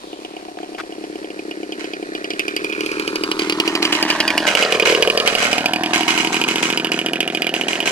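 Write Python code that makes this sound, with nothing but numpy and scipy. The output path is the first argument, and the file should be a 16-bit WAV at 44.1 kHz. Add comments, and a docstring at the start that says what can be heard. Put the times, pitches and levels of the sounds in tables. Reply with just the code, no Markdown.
"""On a dirt track, a small motorcycle tows a wire-mesh cart, passes close by and rides off.
On light throttle it fires hard only every third stroke or so: shocks ring the exhaust's steel shell
with a tinny crack, and slugs of gas puff through the silencer. The ground echo sweeps as it passes.
Clicks ringing through wire modes make the cart rattle; filtered noise and dense grains make the tyres
rumble and crunch over grit. A soft swish and two dry scrapes sound near the listener."""
import sys
import numpy as np
from scipy import signal
from scipy.fft import rfft, irfft
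from scipy.io import wavfile
from scipy.ndimage import uniform_filter1d

SR = 44100
rng = np.random.default_rng(int(sys.argv[2]) if len(sys.argv) > 2 else 0)


def generate_wav(signal):
    """Clip the signal to [-1, 1] and save it as 16-bit WAV at the path in sys.argv[1]."""
    frames = np.transpose(np.atleast_2d(signal))
    scaled = np.clip(frames, -1, 1) * 32767
    pcm = np.round(scaled).astype(np.int16)
    wavfile.write(sys.argv[1], SR, pcm)


N = 348831
T = np.arange(N) / SR
# the ride: a straight line past the listener; the speed is the one at the moment of passing
SPEED_M_S, GAIN_M_S2, PASSES_S, CLOSEST_M = 2.1, 0.25, 5.07, 1.88


def undb(db):
    """Decibels to gain."""
    return 10 ** (np.asarray(db) / 20)


def curves(table):
    """The columns of a table as one value per sample."""
    s, *columns = np.transpose(table)
    return [np.interp(T, s, c) for c in columns]


def unit(x):
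    """Scaled to rms 1."""
    return x / np.sqrt(np.mean(x ** 2))


def steady(x):
    """Scaled to rms 1 over every half second or so."""
    power = np.mean(np.atleast_2d(x) ** 2, axis=0)
    smooth = uniform_filter1d(uniform_filter1d(power, size=SR // 3), size=SR // 4)
    return x / np.sqrt(smooth + 1e-18)


def burst(x, size=260):
    """Each short sound scaled to rms 1 over its first milliseconds."""
    return x / np.sqrt(np.mean(x[..., :size] ** 2, axis=(0, 2), keepdims=True))


def colour(x, points, size=2048):
    """Causal (minimum-phase) filter that follows (Hz, dB) points."""
    hz, db = np.transpose(points)
    log_hz = np.log(np.fft.rfftfreq(size, 1 / SR) + 1)
    log_gain = np.log(undb(np.interp(log_hz, np.log(hz), db)))
    # folding the cepstrum onto positive time makes the response causal
    cepstrum = irfft(log_gain)
    cepstrum[1:size // 2] *= 2
    cepstrum[size // 2 + 1:] = 0
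    response = irfft(np.exp(rfft(cepstrum)))[:size // 2]
    response = response.reshape((1,) * (x.ndim - 1) + (-1,))
    return signal.fftconvolve(x, response, axes=-1)[..., :x.shape[-1]]


def ring(x, modes):
    """Resonances (Hz, width Hz, dB) side by side; neighbours swing in opposite phase."""
    total = 0
    for k, (hz, width, db) in enumerate(modes):
        total = total + (-1) ** k * undb(db) * signal.lfilter(*signal.iirpeak(hz, hz / width, SR), x)
    return total


def glide(x, hz, width):
    """One resonance whose centre moves: shift it to 0 Hz, smooth, shift back."""
    turn = np.exp(2j * np.pi * np.cumsum(hz) / SR)
    keep = np.exp(-np.pi * width / SR)
    return 2 * (turn * signal.lfilter([1 - keep], [1, -keep], x / turn)).real


def pair(shape, alike):
    """Left and right noise with a shared part."""
    alike = np.clip(alike, 0, 1)
    shared = np.sqrt(alike) * rng.standard_normal(shape)
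    return shared + np.sqrt(1 - alike) * rng.standard_normal((2, *shape))


def grains(rate, spread_db, alike):
    """Random tiny impacts, rate per second, a few far larger than the rest."""
    hits = rng.random(N) < rate / SR
    size = hits * undb(spread_db * np.minimum(rng.exponential(size=N), 4))
    return size * pair((N,), alike)


def delayed(x, seconds):
    """The sound read at a fixed or moving delay."""
    return np.interp(T - seconds, T, x)


def place(times, sounds):
    """Short sounds (.., event, sample) laid out at their times."""
    out = np.zeros((*sounds.shape[:-2], N + SR))
    starts = (np.clip(times, 0, T[-1]) * SR).astype(int)
    for k, i in enumerate(starts):
        out[..., i:i + sounds.shape[-1]] += sounds[..., k, :]
    return out[..., :N]


def rustle(width_hz=1400):
    """A soft dry swish near the listener: noise through two moving resonances, falling in pitch."""
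    # path of the swish: [t/s, centre f/Hz, level/dB]
    swish_path = [(0, 3680, -53), (.11, 3620, -44), (.22, 2630, -50.5), (.4, 2200, -47), (.7, 2200, -90)]
    hz, db = curves(swish_path)
    swish = [glide(glide(x, hz, width_hz), hz, width_hz) for x in pair((N,), alike=0.33)]
    return undb(db) * unit(np.array(swish))


def scuffs(edge_s=0.0038):
    """Two brief dry scrapes near the listener: coloured grains behind a soft-edged gate."""
    # the scrapes: [t/s, length less one edge/s, gate level/dB]
    scrape_times = [(0.585, 0.0035, -29.5), (0.78, 0.032, -28)]
    # spectrum of a scrape: [f/Hz, relative level/dB]
    scrape_spectrum = [(300, -26), (900, -7), (1400, -4.5), (2400, -12), (4500, -20.5), (12000, -45)]
    gate = 0
    for s, length, db in scrape_times:
        to_edge = np.minimum(T - s, s + length + edge_s - T)
        gate = gate + undb(db) * np.clip(to_edge / edge_s, 0, 1)
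    return gate * unit(colour(grains(rate=6100, spread_db=3.0, alike=0.67), scrape_spectrum))


def ride():
    """Metres past the listener along the track, and metres from the listener, gathering speed."""
    t = T - PASSES_S
    along = SPEED_M_S * t + GAIN_M_S2 * t ** 2 / 2
    return along, np.hypot(along, CLOSEST_M)


def over_ground(x, echo_gain=.72):
    """Direct sound plus its echo off the track; the longer path sets a sweeping delay."""
    # how much further the echo travels: [t/s, extra path/m]
    echo_detour = [(0, .1), (2.3, .17), (3.3, .275), (4.0, .36), (4.4, .395), (4.9, .66), (5.3, .55),
                   (5.85, .385), (6.5, .25), (7.9, .13)]
    detour_m, = curves(echo_detour)
    return x + echo_gain * delayed(x, detour_m / 343)


def track(near_db, grit_db, roll_db=-5, crunch_db=1):
    """Uneven earth rumbles through wheels and frame; the tyres crush loose grit."""
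    # rumble of wheels and frame: [f/Hz, relative level/dB]
    tyre_spectrum = [(25, -12.5), (60, -18.5), (110, -17.5), (250, 9.5), (700, 2.5), (950, -14),
                     (2500, -57), (8000, -90)]
    # crunch of loose grit: [f/Hz, relative level/dB]
    grit_spectrum = [(1000, 13.5), (2700, 9.5), (3500, 8.5), (4300, 15.5), (6500, 5.5), (10000, 4),
                     (12500, -5.5), (15000, -18)]
    bump_db = 1.8 * np.interp(T, np.linspace(0, T[-1], 240), rng.standard_normal(240))
    roll = unit(over_ground(colour(rng.standard_normal(N), tyre_spectrum)))
    crunch = unit(colour(grains(rate=12000, spread_db=2.0, alike=0.018), grit_spectrum))
    return roll * undb(near_db + roll_db + bump_db) + crunch * undb(grit_db + crunch_db + bump_db / 2)


def shaking(near_db, rise_s=0.000052, decay_s=0.077, small_db=1, spread_db=3, count=32):
    """How hard the cart shakes: big jolts and small random ones, each sudden and dying away."""
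    # big jolts of the cart: [t/s, relative peak level/dB]
    big_jolts = [(1.7943, -25.5), (3.39, -17.5), (3.655, -19), (3.8237, -16), (3.9225, -11.5),
                 (4.0814, -14), (4.467, -9.5), (4.5714, -9), (4.7062, -14), (4.853, -7.5), (4.888, -16),
                 (5.26, -10.5), (5.3823, -10), (5.42, -10.5), (5.512, -14.5), (5.9345, -9), (6.0795, -9),
                 (6.1795, -12), (6.3235, -13.5), (6.479, -14), (6.572, -19), (6.6253, -11), (6.922, -20.5),
                 (7.548, -21.5), (7.682, -16), (7.8565, -12)]
    when, size = rng.random(count) * T[-1], rng.standard_normal(count)
    small_jolts = np.column_stack([when, np.interp(when, T, near_db) + small_db + spread_db * size])
    s, db = np.vstack([big_jolts, small_jolts]).T
    age = np.arange(SR // 2) / SR
    envelope = (1 - np.exp(-age / rise_s)) * np.exp(-age / decay_s)
    # overlapping jolts add as power
    return np.sqrt(place(s, (undb(db)[:, None] * envelope) ** 2))


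def cart(near_db, behind, rear_hz=7200, rear_width_hz=2600, mesh_db=-6, wire_db=-9, count=60):
    """Jolts set mesh and frame chattering: clicks ring many short wire modes, brighter from behind."""
    # spectrum of the mesh: [f/Hz, relative level/dB]
    mesh_spectrum = [(300, -2), (900, 11.5), (1600, 14.5), (2600, 17), (3600, 9), (6500, 5.5), (9000, -1.5),
                     (12000, -7.5), (15000, -38)]
    clicks = grains(rate=3000, spread_db=2.5, alike=.2)
    wire_hz = np.geomspace(1000, 13000, count) * rng.uniform(.92, 1.08, count)
    wires = [(hz, 50 + hz / 60, 0) for hz in wire_hz]
    chatter = colour(unit(clicks) + undb(wire_db) * unit(ring(clicks, wires)), mesh_spectrum)
    rear = behind * ring(chatter, [(rear_hz, rear_width_hz, 0)])
    return undb(mesh_db) * shaking(near_db) * unit(chatter + rear)


def buzz(s, throb_db=3):
    """A loose metal part rattles with the strokes on the way in: grains through a doubled resonance."""
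    # rattle of the loose part, before its throb: [t/s, level/dB]
    rattle_level = [(1.5, -65), (2.3, -51), (2.75, -32.5), (3.0, -34.5), (3.2, -46), (3.6, -81)]
    # its ring: [f/Hz, width/Hz, level/dB]
    rattle_mode = [(2437, 270, 0)]
    db, = curves(rattle_level)
    phase = np.interp(T, s, np.arange(len(s)))
    hits = grains(rate=900, spread_db=3.5, alike=0.53)
    chatter = ring(ring(hits, rattle_mode), rattle_mode)
    return unit(chatter) * undb(db + throb_db * np.cos(2 * np.pi * phase))


def clatter(s, throb_db=3):
    """Valve gear and chain tick away as coloured grains, busiest twice in each stroke."""
    # spectrum of valve gear and chain: [f/Hz, relative level/dB]
    gear_spectrum = [(200, -41.5), (600, 18.5), (740, 5.5), (910, 15), (1300, 14), (1850, 14.5),
                     (2150, -0.5), (2450, -1), (3500, 1.5), (6000, -7.5), (14000, -44)]
    phase = np.interp(T, s, np.arange(len(s)))
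    ticks = colour(grains(rate=1500, spread_db=3.0, alike=1.0), gear_spectrum)
    return ticks * undb(throb_db * np.cos(4 * np.pi * phase))


def strokes(first_stroke_s=.0405, strokes_per_firing=3.2, miss_db=-21, second_db=3.5, weak_db=-4.0,
            refill_db=1.5, scatter_db=1.43, uneven_db=1.3):
    """Each stroke's time, crack dB, puff dB, hard and missed flags; hard about every third stroke."""
    # engine speed: [t/s, strokes per second/Hz]
    engine_speed = [(0.0, 33.64), (1.0, 34.42), (2.2, 32.17), (2.4, 33.85), (2.6, 37.44), (2.8, 36.65),
                    (3.6, 38.98), (3.8, 40.34), (4.2, 39.52), (4.6, 40.98), (4.8, 39.78), (5.2, 39.86),
                    (5.6, 38.76), (6.2, 42.1), (6.5, 41.85), (6.75, 41.55), (7.0, 41.85), (7.8, 41.76)]
    # hard firings at set times, faint and loud, that pin the firing pattern:
    # [t/s, crack level/dB, crack level of following stroke/dB]
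    set_firings = [(.131, -36.5, -55), (.249, -30, -55), (.365, -34, -52), (.481, -47, -55),
                   (.631, -39, -55), (.748, -35, -55), (.925, -36, -59), (1.039, -38.5, -55),
                   (1.156, -37, -57), (1.303, -34.5, -55), (1.393, -31.5, -60), (1.511, -26.5, -58),
                   (1.722, -26, -55), (1.935, -25.5, -53), (2.027, -35, -55), (2.241, -24, -55),
                   (2.306, -21.5, -28), (2.563, -17, -50), (2.698, -30, -24), (2.807, -20.5, -31),
                   (2.861, -21, -42), (2.916, -23.5, -44), (3.395, -17, -22.5), (3.497, -15, -18),
                   (3.6, -11.5, -45), (3.829, -13, -12.5), (3.925, -13, -18), (4.203, -11.5, -37),
                   (4.278, -12.5, -14.5), (4.378, -11, -24), (4.55, -10, -35), (4.798, -12, -15),
                   (4.924, -17, -12.5), (5.023, -9.5, -26), (5.075, -14, -11.5), (5.274, -8, -22),
                   (5.351, -13, -30), (5.427, -16.5, -19.5), (5.53, -13.5, -45), (5.581, -15.5, -24),
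                   (5.658, -12, -27), (5.735, -14.5, -17.5), (5.934, -21, -17), (6.082, -17, -15.5),
                   (6.415, -14.5, -16), (6.845, -16, -22), (6.918, -15, -21), (7.347, -16.5, -19.5),
                   (7.467, -17, -19), (7.539, -16, -20), (7.612, -16, -23), (7.729, -17.5, -22),
                   (7.873, -14, -28)]
    # all other hard firings, before scatter: [t/s, crack level/dB, crack level of following stroke/dB]
    crack_levels = [(0, -62, -60.5), (1.3, -36, -61), (2.15, -26, -54), (2.4, -19, -58), (3.0, -22, -30),
                    (3.25, -17, -53), (4.1, -12.5, -24.5), (5.45, -14.5, -10.5), (5.8, -18, -18.5),
                    (6.55, -15.5, -19.5), (7.9, -17, -24)]
    rate, = curves(engine_speed)
    turns = np.cumsum(rate) / SR
    turns -= np.interp(first_stroke_s, T, turns)
    k = np.arange(int(turns[-1]) + 1)
    s = np.interp(k, turns, T)

    # further hard firings are spread evenly between the set ones
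    set_s, *set_db = np.transpose(set_firings)
    pinned = np.abs(s - set_s[:, None]).argmin(axis=1)
    firings = []
    for a, b in zip([0, *pinned], pinned):
        gaps = max(1, round((b - a) / strokes_per_firing))
        firings.append(np.linspace(a, b, gaps + 1))
    firings = np.unique((np.concatenate(firings) + .5).astype(int))
    last = firings[np.searchsorted(firings, k, side="right") - 1]
    since = np.minimum(k - last, 3)

    first, following = (np.interp(s, T, db) + uneven_db * rng.standard_normal(len(s))
                        for db in curves(crack_levels))
    first[pinned], following[pinned] = set_db
    # a hard firing, a second one, mostly weaker but at times stronger,
    # then misses while fresh charge builds up again
    miss = first[last] + miss_db
    crack_db = np.choose(since, [first[last], following[last], miss, miss])
    fired = crack_db > first[last] - 14
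    idle = np.minimum(k - np.maximum.accumulate(k * fired), 2)
    puff_db = np.array([second_db, weak_db, refill_db])[idle] * (since > 0)
    puff_db = puff_db + scatter_db * rng.standard_normal(len(s))
    return s, crack_db, puff_db, since == 0, idle == 1


def exhaust(s, puff_db, hard, missed, pipe_db, nearness, hard_s=0.00004, soft_s=0.00032,
            soft_lag_s=0.00063, rebound_s=0.00952, rebound_db=-11, piston_s=0.00842,
            piston_rise_s=0.00025, piston_body_db=-5, piston_pipe_db=5, swirl_db=-42,
            hum_width_hz=50, overtone_width_hz=55):
    """Strokes push gas through silencer and air box: abrupt if hard, otherwise late and soft."""
    # silencer body, heard all round: [f/Hz, relative level/dB]
    silencer_body = [(90, -52), (165, -12), (200, -8.5), (245, -13), (305, 8), (365, 7), (450, 4), (570, 0),
                     (650, -5), (717, -2.5), (800, -14.5), (950, -15), (1500, -29), (3000, -64)]
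    # open tailpipe, heard from the side and from behind: [f/Hz, relative level/dB]
    tailpipe_mouth = [(90, -46.5), (160, 8), (200, -0.5), (290, 10.5), (390, -18), (470, 4), (590, -2),
                      (690, 21), (770, 17.5), (860, 10), (956, 17.5), (1100, -20.5), (3000, -76)]
    # drone of the air box, strongest close by: [f/Hz, width/Hz, relative level/dB]
    airbox_modes = [(441.6, 30, 8), (489, 127, 8.5), (563, 58, 9)]
    # drifting hum of the silencer, relative levels: [t/s, hum f/Hz, hum level/dB,
    # overtone f/Hz, overtone level/dB]
    silencer_hum = [(0, 356, -12, 704, 5), (.45, 378, -22, 717, 15), (1.3, 315, -22, 697, 5.5),
                    (2.6, 409, 3, 688, 10), (3.1, 404, 0, 660, -12), (3.8, 340, -0.5, 770, -1),
                    (4.6, 302, 0, 723, -4), (5.5, 295, 12.5, 700, -1), (5.95, 336, 11.5, 700, 8),
                    (6.35, 317, 2.5, 797, 0), (6.7, 330, -1, 765, -10), (7.9, 376, 13, 740, 12)]
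    t = np.arange(2048) / SR

    def slug(rise):
        """A push of gas that is weaker in peak the slower it rises."""
        return t / rise * np.exp(-t / rise) * hard_s / rise

    push = slug(np.where(hard, hard_s, soft_s)[:, None])
    swirl = undb(swirl_db) * rng.standard_normal(push.shape) * np.exp(-t / .02)
    flow = place(s + soft_lag_s * ~hard, (push + swirl) * undb(puff_db)[:, None])
    # the gas column rebounds once after each stroke
    flow = flow + undb(rebound_db) * delayed(flow, rebound_s)
    # unburnt charge waits for the piston to sweep it out
    swept = place(s + piston_s, slug(piston_rise_s) * missed[:, None])
    body = flow + undb(piston_body_db) * swept
    pipe = flow + undb(piston_pipe_db) * swept

    hum_hz, hum_db, overtone_hz, overtone_db = curves(silencer_hum)
    hum = undb(hum_db) * glide(body, hum_hz, hum_width_hz)
    overtone = undb(overtone_db) * glide(body, overtone_hz, overtone_width_hz)
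    mouth = undb(pipe_db) * colour(pipe, tailpipe_mouth)
    airbox = nearness ** 3 * ring(body, airbox_modes)
    boom = colour(body, silencer_body) + hum + overtone + mouth + airbox
    return signal.sosfilt(signal.butter(2, 110, "high", fs=SR, output="sos"), boom)


def cracks(s, crack_db, hard, spit_db, tilt_db, top_db, weak_spit_db=-5, gas_db=-2, shock_over_blow=3.4,
           return_s=.0058, return_db=-12, tail_db=-20, mode_scatter_db=2.2):
    """Firing shocks ring the steel shell in varying mixes, knock again up the pipe, and spit gas."""
    # ring of the exhaust's steel shell: [f/Hz, width/Hz, relative level/dB]
    shell_modes = [(1500, 110, -17), (2290, 130, -14), (2470, 130, -2), (2680, 350, -6), (2891, 100, 1),
                   (3100, 150, -10), (4250, 450, -14), (4748, 90, -6)]
    # spectrum of the spitting gas: [f/Hz, relative level/dB]
    gas_spectrum = [(300, -9), (900, 3), (1300, -4), (1900, -8), (3050, 0), (3600, -12), (4800, -1),
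                    (7500, -5), (10500, -4), (13500, -10), (15000, -28)]
    t = np.arange(2048) / SR
    decay = np.exp(-t / .0016) + undb(tail_db) * np.exp(-t / .013)
    blow = decay * (1 - np.exp(-t / .0005)) ** 2
    front = shock_over_blow * (t == t[45])  # single-sample shock, 1 ms in
    knock = undb(return_db) * np.interp(t - return_s, t, blow)
    push = (blow + knock) * pair((len(s), len(t)), alike=0.95) + front

    shell = 0
    for mode in shell_modes:
        hz = mode[0]
        # each mode radiates in its own direction
        tilt = np.interp(s, T, tilt_db) * np.interp(hz, [1500, 2400, 2900, 4700], [0, 1, -1, 0])
        top = np.interp(s, T, top_db) * (hz > 4000)
        mode_db = tilt + top + mode_scatter_db * rng.standard_normal(len(s))
        # the shell's wall passes only the band around each mode
        wall = signal.lfilter(*signal.iirpeak(hz, 2, SR), push)
        shell = shell + undb(mode_db)[:, None] * ring(wall, [mode])

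    gas_noise = blow * pair((len(s), len(t)), alike=0.12)
    gas = burst(colour(gas_noise + front / 2, gas_spectrum))
    gas_level = undb(gas_db + np.interp(s, T, spit_db) + weak_spit_db * ~hard)[:, None]
    return place(s, (burst(shell) + gas_level * gas) * undb(crack_db)[:, None])


def scene(clatter_db=3, far_gear_db=-51, far_grit_db=-47, pipe_front_db=-70, pipe_side_db=-21.5,
          pipe_rear_db=-1):
    """Engine, cart and tyres reach two microphone ports; scrapes and a swish sound close to them."""
    # exhaust level, before aim and port colour: [t/s, level/dB]
    exhaust_level = [(0.0, -57), (0.02, -36), (1.03, -31), (2.55, -28.5), (2.64, -27), (3.8, -22),
                     (4.29, -26.5), (4.99, -17.5), (5.35, -25), (6.09, -23), (7.68, -27), (7.9, -28)]
    # basic levels of running gear and tyres, and of the grit: [t/s, gear level/dB, grit level/dB]
    rolling_level = [(0.0, -47.5, -55), (2.42, -38.5, -45.5), (2.9, -36.5, -38.5), (3.4, -34.5, -38.5),
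                     (3.94, -29.5, -40), (4.42, -27.5, -34.5), (4.69, -29.5, -43), (5.08, -31, -32.5),
                     (5.41, -29, -32.5), (5.7, -31, -43.5), (6.2, -33.5, -37), (7.35, -38.5, -60),
                     (7.9, -29, -38)]
    # gas spit against the shell's ring, before its trims: [t/s, level/dB]
    spit_level = [(0, -14), (2.3, -15), (2.4, -7), (3.25, -6.5), (3.7, -8), (4.2, -8.5), (5.3, -8.5),
                  (6.5, -6.5), (7.9, -9.5)]
    # the shell turns its sides to the listener:
    # [t/s, lift near 2.4 kHz and equal cut near 2.9 kHz/dB, top modes/dB]
    shell_aspect = [(0, -4, -3), (1.6, -1.5, -2), (2.55, 3, 2), (3.0, 1, 7), (3.5, -3.5, 9), (4.3, -2, 3),
                    (5.1, 0, 3), (6.5, 0, -2), (7.9, -2, -9)]
    # the ports swing round to follow: [t/s, left minus right level/dB, right port lag/ms]
    port_aim = [(0, -5, 0.41), (1.8, -5.5, 0.37), (2.5, -6, 0.39), (3.5, -6.5, .2), (4.3, -6, 0.0081),
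                (5.2, -6.5, -0.098), (7.9, -6.5, -0.07)]
    along, metres = ride()
    exhaust_db, = curves(exhaust_level)
    gear_db, loose_db = curves(rolling_level)
    spit_db, = curves(spit_level)
    tilt_db, top_db = curves(shell_aspect)
    pan_db, lag_ms = curves(port_aim)

    # a faint wash of rolling noise remains even from afar
    near_db = 10 * np.log10(undb(gear_db) ** 2 + undb(far_gear_db) ** 2)
    grit_db = 10 * np.log10(undb(loose_db) ** 2 + undb(far_grit_db) ** 2)
    # the tailpipe points backwards
    facing = along / metres
    pipe_db = np.interp(facing ** 3, [-1, 0, 1], [pipe_front_db, pipe_side_db, pipe_rear_db])

    s, crack_db, puff_db, hard, missed = strokes()
    boom = exhaust(s, puff_db, hard, missed, pipe_db, CLOSEST_M / metres)
    boom = steady(over_ground(boom)) * undb(exhaust_db)
    gear = unit(np.array([over_ground(x) for x in clatter(s)])) * undb(near_db + clatter_db)
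    engine = boom + gear + cracks(s, crack_db, hard, spit_db, tilt_db, top_db)
    rattle = cart(near_db, np.maximum(facing, 0) ** 4)
    left, right = engine + rattle + track(near_db, grit_db) + buzz(s)
    aimed = np.array([left, delayed(right, lag_ms / 1000)]) * undb(np.array([pan_db, -pan_db]) / 2)
    return aimed + scuffs() + rustle()


def record(dry, top_hz=15000):
    """Each port adds its colour, peaks beyond full scale clip, the top is cut."""
    # the two ports differ in colour: [f/Hz, left minus right level/dB]
    port_colour = [(100, 6.5), (700, 7), (1200, 6.5), (1800, 4.5), (2400, -6), (3000, 1.5), (3800, 0),
                   (4700, 4), (6500, 9.5), (9000, 10.5), (14000, 6)]
    ports = []
    for x, side in zip(dry, (1, -1)):
        ports.append(colour(x, [(hz, side * db / 2) for hz, db in port_colour]))
    top_cut = signal.ellip(8, .2, 70, top_hz, fs=SR, output="sos")
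    return signal.sosfilt(top_cut, np.clip(np.array(ports), -1, 1))


dry = scene()
out = record(dry)
generate_wav(out)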